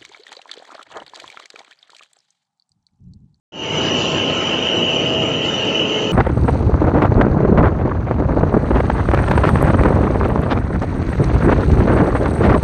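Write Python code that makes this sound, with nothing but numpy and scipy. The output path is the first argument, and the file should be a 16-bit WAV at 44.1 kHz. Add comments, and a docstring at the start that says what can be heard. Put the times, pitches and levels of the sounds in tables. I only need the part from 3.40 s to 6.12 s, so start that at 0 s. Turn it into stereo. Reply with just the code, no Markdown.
"""Out of a brief silence, the broad roar of a carding machine's drums, belts and air fades in.
The place is a factory hall, the microphone a hand-held phone panning slowly along the machine.
The roar carries a shaft's steady hum and a gear whine near 3 kHz: a narrow band of noise with tones
spaced by the shaft speed. A weaker band sits an octave up, wire and fibre hiss, and loose parts clack."""
import sys
import numpy as np
from scipy import signal
from scipy.fft import rfft, irfft, next_fast_len
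from scipy.io import wavfile
from scipy.ndimage import uniform_filter1d, map_coordinates

SR = 44100
rng = np.random.default_rng(int(sys.argv[2]) if len(sys.argv) > 2 else 0)


def put_to_file(sound):
    """Save the sound as 16-bit audio at rate SR, in the file named by the first command-line argument."""
    columns = np.atleast_2d(sound).T  # one column per channel
    safe = np.clip(columns, -1, 1)
    whole_steps = np.round(safe * 32767)
    wavfile.write(sys.argv[1], SR, whole_steps.astype(np.int16))


N = 119952
TIME_S = np.arange(N) / SR
SHAFT_HZ = 10.223

# The machine's body as the phone moves along it: time_s, roar_db, clatter_db
ROAR_LEVELS = [(.45, -20.5, -27.5), (.85, -21, -29.5), (1.12, -22, -27), (1.4, -21.5, -30),
               (1.9, -21.5, -32), (2.2, -21.5, -30), (2.7, -21, -31.5)]
# Spectra of the low roar and the midrange clatter: frequency_hz, gain_db
ROAR_SPECTRUM = [(15, -59.5), (30, -30), (50, -23), (90, -7.5), (150, -4), (250, -4.5), (320, -0.5),
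                 (400, -5), (530, -3.5), (600, -6), (700, -10.5), (870, -10.5), (1000, -15.5), (1300, -35),
                 (2200, -120)]
CLATTER_SPECTRUM = [(590, -40), (1000, -4.5), (1070, 0), (1150, -3), (1270, 0.5), (1500, -2.5), (1730, -3),
                    (1870, -1.5), (2240, -1.5), (2500, -3), (3250, -41), (5500, -120)]

def drum_roar():
    """Drums, belts and air fill the hall with a low roar and a ringing clatter above it."""
    roar_db, clatter_db = curves(ROAR_LEVELS)
    roar = amp(roar_db) * rush(ROAR_SPECTRUM, patchy_db=0.7, ringing_db=0.8, flutter_db=0.75)
    clatter = amp(clatter_db) * rush(CLATTER_SPECTRUM, patchy_db=2.0, ringing_db=4.0, flutter_db=0.3)
    return roar + clatter


# The whine at the moving phone: time_s, band_db, left_minus_right_db, left_lead_rad
WHINE_PATH = [(.45, -20.5, 1.5, 1.55), (.85, -20, 1.5, 1.5), (1.2, -20.5, 4, 1.5), (1.55, -21, -2, 0.05),
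              (1.9, -21, 5, -1.85), (2.2, -20, 2, -2.5), (2.45, -19.5, 3.5, -0.5), (2.7, -24, 0.5, -2)]
# Noise band round the mesh tone: frequency_hz, gain_db
WHINE_SPECTRUM = [(2300, -50), (2450, -14), (2580, -15.5), (2750, -6), (2880, -5.5), (2980, 1),
                  (3070, -10.5), (3200, -9.5), (3250, -24.5), (3300, -29), (3360, -61)]
# Weak sidebands: offset_orders (shaft speeds from the mesh tone); for each, level_db
WEAK_OFFSETS = [-26, -17, -15, -11, 3, 11, 13, 16, 17, 20, 28]
WEAK_LEVELS = [-48, -42, -44, -42, -39, -38, -43, -46, -40, -43, -48]
# Loud core tones: offset_orders; their swells: time_s, then level_db for each tone
CORE_OFFSETS = [-6, 0, 5, 6]
CORE_LEVELS = [(.55, -26.5, -31, -27, -41), (.8, -39, -35, -33, -35), (1.0, -38.5, -40, -37, -24),
               (1.3, -31, -26.5, -30.5, -34.5), (1.55, -41.5, -32.5, -26.5, -34),
               (1.8, -26, -34, -33, -32.5), (2.05, -44, -29, -29, -35), (2.3, -36, -28.5, -40.5, -35),
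               (2.6, -39, -33, -34, -28)]
# Swelling of the band once and twice per beat: depth_fraction
THROB_DEPTHS = [.08, .08]

def gear_whine(mesh_hz=2921.6, beat_order=11, direct_over_hall_db=-3.5):
    """Meshing gears sing with shaft sidebands in a noise band that throbs at the tones' beat rate."""
    band_db, pan_db, lead = curves(WHINE_PATH)
    # Tones one beat rate apart are locked in phase.
    locked_phases = rng.uniform(0, 2 * np.pi, (beat_order, 1)) + 1.2 * wobble(4.8)

    def sideband(offset, db, waver_db):
        phase = locked_phases[offset % beat_order]
        return hall_tone(mesh_hz + offset * SHAFT_HZ, db, waver_db, drift_rad=0.24, lead=lead, phase=phase)

    weak = sum(sideband(k, db, waver_db=3.5) for k, db in zip(WEAK_OFFSETS, WEAK_LEVELS))
    core = sum(sideband(k, db, waver_db=2.0) for k, db in zip(CORE_OFFSETS, curves(CORE_LEVELS)))
    hall, near = [rush(WHINE_SPECTRUM, patchy_db=0.75, ringing_db=3.0, flutter_db=0.1) for _ in range(2)]
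    direct = np.real(signal.hilbert(near[0]) * np.exp(1j * left_right(lead)))
    beat = 2 * np.pi * beat_order * SHAFT_HZ * TIME_S
    throb = 1 + sum(depth * np.cos(k * beat) for k, depth in enumerate(THROB_DEPTHS, 1))
    band = amp(band_db) * unit_rms(throb * (hall + amp(direct_over_hall_db) * direct))
    return amp(left_right(pan_db)) * (weak + core + band)


# Quiet shaft harmonics: order (multiple of the shaft speed); for each, level_db
QUIET_ORDERS = [9, 12, 15, 21, 24, 27, 45, 54, 69, 75, 78, 81, 84, 93, 99, 102, 105, 108, 120, 123, 126,
                129, 132, 138, 148, 177, 189, 195]
QUIET_LEVELS = [-45, -42, -37, -43, -40, -43, -41, -42, -48, -48, -48, -47, -47, -51, -50, -43, -47, -52,
                -47, -49, -45, -50, -48, -51, -52, -53, -52, -53]
# Loud shaft harmonics: order; their swells: time_s, then level_db for each order
LOUD_ORDERS = [39, 42, 48, 63, 87]
LOUD_LEVELS = [(.55, -40, -43, -35, -31.5, -32.5), (.8, -32, -51, -41.5, -33.5, -43),
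               (1.051, -40, -43, -36, -32, -43.5), (1.55, -35, -42, -27.5, -32.5, -38),
               (1.8, -39, -38, -41.5, -32, -48), (2.05, -44.5, -32, -36, -36.5, -36.5),
               (2.3, -41, -32.5, -51, -31, -38.5), (2.65, -39, -24.5, -45, -36, -45)]

def shaft_hum(lead_rad=0.9):
    """The turning shaft hums at multiples of its speed, leading in the left channel."""
    quiet = sum(hall_tone(k * SHAFT_HZ, db, waver_db=2.5, drift_rad=0.37, lead=lead_rad)
                for k, db in zip(QUIET_ORDERS, QUIET_LEVELS))
    loud = sum(hall_tone(k * SHAFT_HZ, db, waver_db=2.0, drift_rad=0.53, lead=lead_rad)
               for k, db in zip(LOUD_ORDERS, curves(LOUD_LEVELS)))
    return quiet + loud


# Treble at the phone: time_s, hiss_db, octave_band_db
HISS_LEVELS = [(.2, -34, -36), (.43, -32, -34), (.47, -29, -34.5), (.52, -35, -35), (.6, -28, -31.5),
               (.66, -30, -37), (.85, -35, -42), (1.15, -34, -38), (1.3, -37, -40), (1.6, -37, -39),
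               (1.85, -37.5, -41), (2.0, -38.5, -41), (2.05, -32.5, -47), (2.12, -35, -41),
               (2.4, -37.5, -39.5), (2.72, -37.5, -39.5)]
# Spectra of the hiss and the octave band: frequency_hz, gain_db
HISS_SPECTRUM = [(3250, -29), (3330, -3.5), (3400, 1), (3800, -1), (4500, -5), (5400, -6), (6500, -11.5),
                 (6850, -7), (7200, -6), (7520, -12.5)]
OCTAVE_SPECTRUM = [(5500, -50), (5650, -11), (5800, -3), (5880, -0.5), (5980, -3), (6060, -4), (6400, -11),
                   (6550, -40)]

def wire_hiss():
    """Wire and fibre hiss, with a fitful band an octave over the whine."""
    hiss_db, octave_db = curves(HISS_LEVELS)
    hiss = amp(hiss_db) * rush(HISS_SPECTRUM, patchy_db=0.9, ringing_db=4.5, flutter_db=0.0)
    octave = amp(octave_db) * rush(OCTAVE_SPECTRUM, patchy_db=1.0, ringing_db=4.5, flutter_db=-1.2)
    return hiss + octave


# Knocks under the roar: start_s, pitch_hz, level_db
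KNOCKS = [(.452, 4900, -36), (1.03, 1900, -32), (2.05, 4300, -39), (2.1, 1500, -28)]

def loose_parts(rise_s=0.006, relative_width=0.2):
    """Small loose parts knock now and then, each a short puff of noise round one pitch."""
    clacks = 0
    for start_s, pitch_hz, level_db in KNOCKS:
        age = np.clip(TIME_S - start_s, 0, None) / rise_s
        noise = rng.standard_normal((2, N))
        puff = unit_rms(filtered(noise, lambda hz: np.exp(-((hz / pitch_hz - 1) / relative_width) ** 2)))
        clacks += amp(level_db) * age * np.exp(1 - age) * puff
    return clacks


# Stereo width of the hall at the phone, near mono in the bass: frequency_hz, side_over_mid_db
HALL_WIDTH = [(25, -26), (80, -35), (160, -30), (230, -24), (350, -12), (440, -6), (540, -3.5), (850, -2),
              (1200, 0), (7600, 0)]

def hall_tone(hz, db, waver_db, drift_rad, lead, phase=None):
    """A tone wandering in level and phase with the hall's echoes; high tones differ more left to right."""
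    apart = np.clip(amp(at_hz(HALL_WIDTH, hz)), 0, 1)
    if phase is None:
        phase = rng.uniform(0, 2 * np.pi)
    waver = wobble(2.79)
    angle = 2 * np.pi * hz * TIME_S + phase + drift_rad * wobble(4.32)
    channels = []
    for side in (0.5, -0.5):
        gain = amp(waver_db * (waver + apart * wobble(2.7)))
        shift = apart * (side * lead + 0.5 * wobble(1.37))
        channels.append(gain * np.sin(angle + shift))
    return amp(db) * unit_rms(np.array(channels))


def rush(spectrum, patchy_db, ringing_db, flutter_db):
    """Stereo hall noise of rms 1 with broad patches of random gain, brief ringing and a quick flutter."""
    cells = signal.stft(rng.standard_normal((2, N)), nperseg=1024)[2]

    def patches(bins, frames):
        field = uniform_filter1d(rng.standard_normal(cells.shape[1:]), bins, axis=0)
        return unit_rms(uniform_filter1d(field, frames, axis=1))

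    def mid_side_gains(hz):
        spread = np.arctan(amp(at_hz(HALL_WIDTH, hz)))
        return amp(at_hz(spectrum, hz)) * [np.cos(spread), np.sin(spread)]

    gain_db = patchy_db * patches(7, 6) + ringing_db * patches(2, 6)
    noise = signal.istft(cells * amp(gain_db), nperseg=1024)[1][:, :N]
    mid, side = filtered(noise, mid_side_gains)
    flutter = amp(flutter_db * wobble(12.24))
    return unit_rms(flutter * np.array([mid + side, mid - side]))


def amp(db):
    return 10 ** (np.asarray(db) / 20)


def unit_rms(x):
    return x / np.sqrt(np.mean(x ** 2) + 1e-20)


def left_right(difference):
    """Half of a difference added on the left, half taken off on the right."""
    return np.outer([0.5, -0.5], difference)


def at_hz(points, hz):
    """Interpolate (frequency_hz, value) points on a log axis."""
    frequencies, values = np.transpose(points)
    return np.interp(np.log(hz + 1), np.log(frequencies + 1), values)


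def curves(rows):
    """One value per sample for each column after time_s."""
    times, *columns = np.transpose(rows)
    return [np.interp(TIME_S, times, column) for column in columns]


def wobble(knots_per_s):
    """A smooth random curve."""
    return map_coordinates(rng.standard_normal(200), [TIME_S * knots_per_s])


def filtered(x, response):
    """Shape x by a gain that depends on frequency."""
    size = next_fast_len(N + SR // 2)
    return irfft(rfft(x, size) * response(np.fft.rfftfreq(size, 1 / SR)), size)[..., :N]


def scene():
    """The whole machine, heard from beside it in the hall."""
    return shaft_hum() + drum_roar() + gear_whine() + wire_hiss() + loose_parts()


# Colour of the phone's two microphone ports: frequency_hz, left_minus_right_db
PORT_BALANCE = [(300, -1), (430, 3.5), (600, -0.5), (1400, 0.5), (3000, -1), (4500, -3.5), (7000, -2)]

def record(dry, matched_below_hz=200, start_s=0.12, fade_s=0.28, top_hz=7540):
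    """The phone's ports differ in colour above the bass; the sound fades in and the top treble is cut."""
    balance = [(matched_below_hz, 0)] + PORT_BALANCE
    ports = filtered(dry, lambda hz: amp(left_right(at_hz(balance, hz))))
    since_s = TIME_S - start_s
    fade = np.clip(0.047 + since_s / fade_s, 0, 1)
    gate = np.clip(since_s / 0.0042, 0, 1)
    return filtered(ports * fade * gate, lambda hz: np.clip((top_hz - hz) / 60, 0, 1))


dry = scene()
out = record(dry)
put_to_file(out)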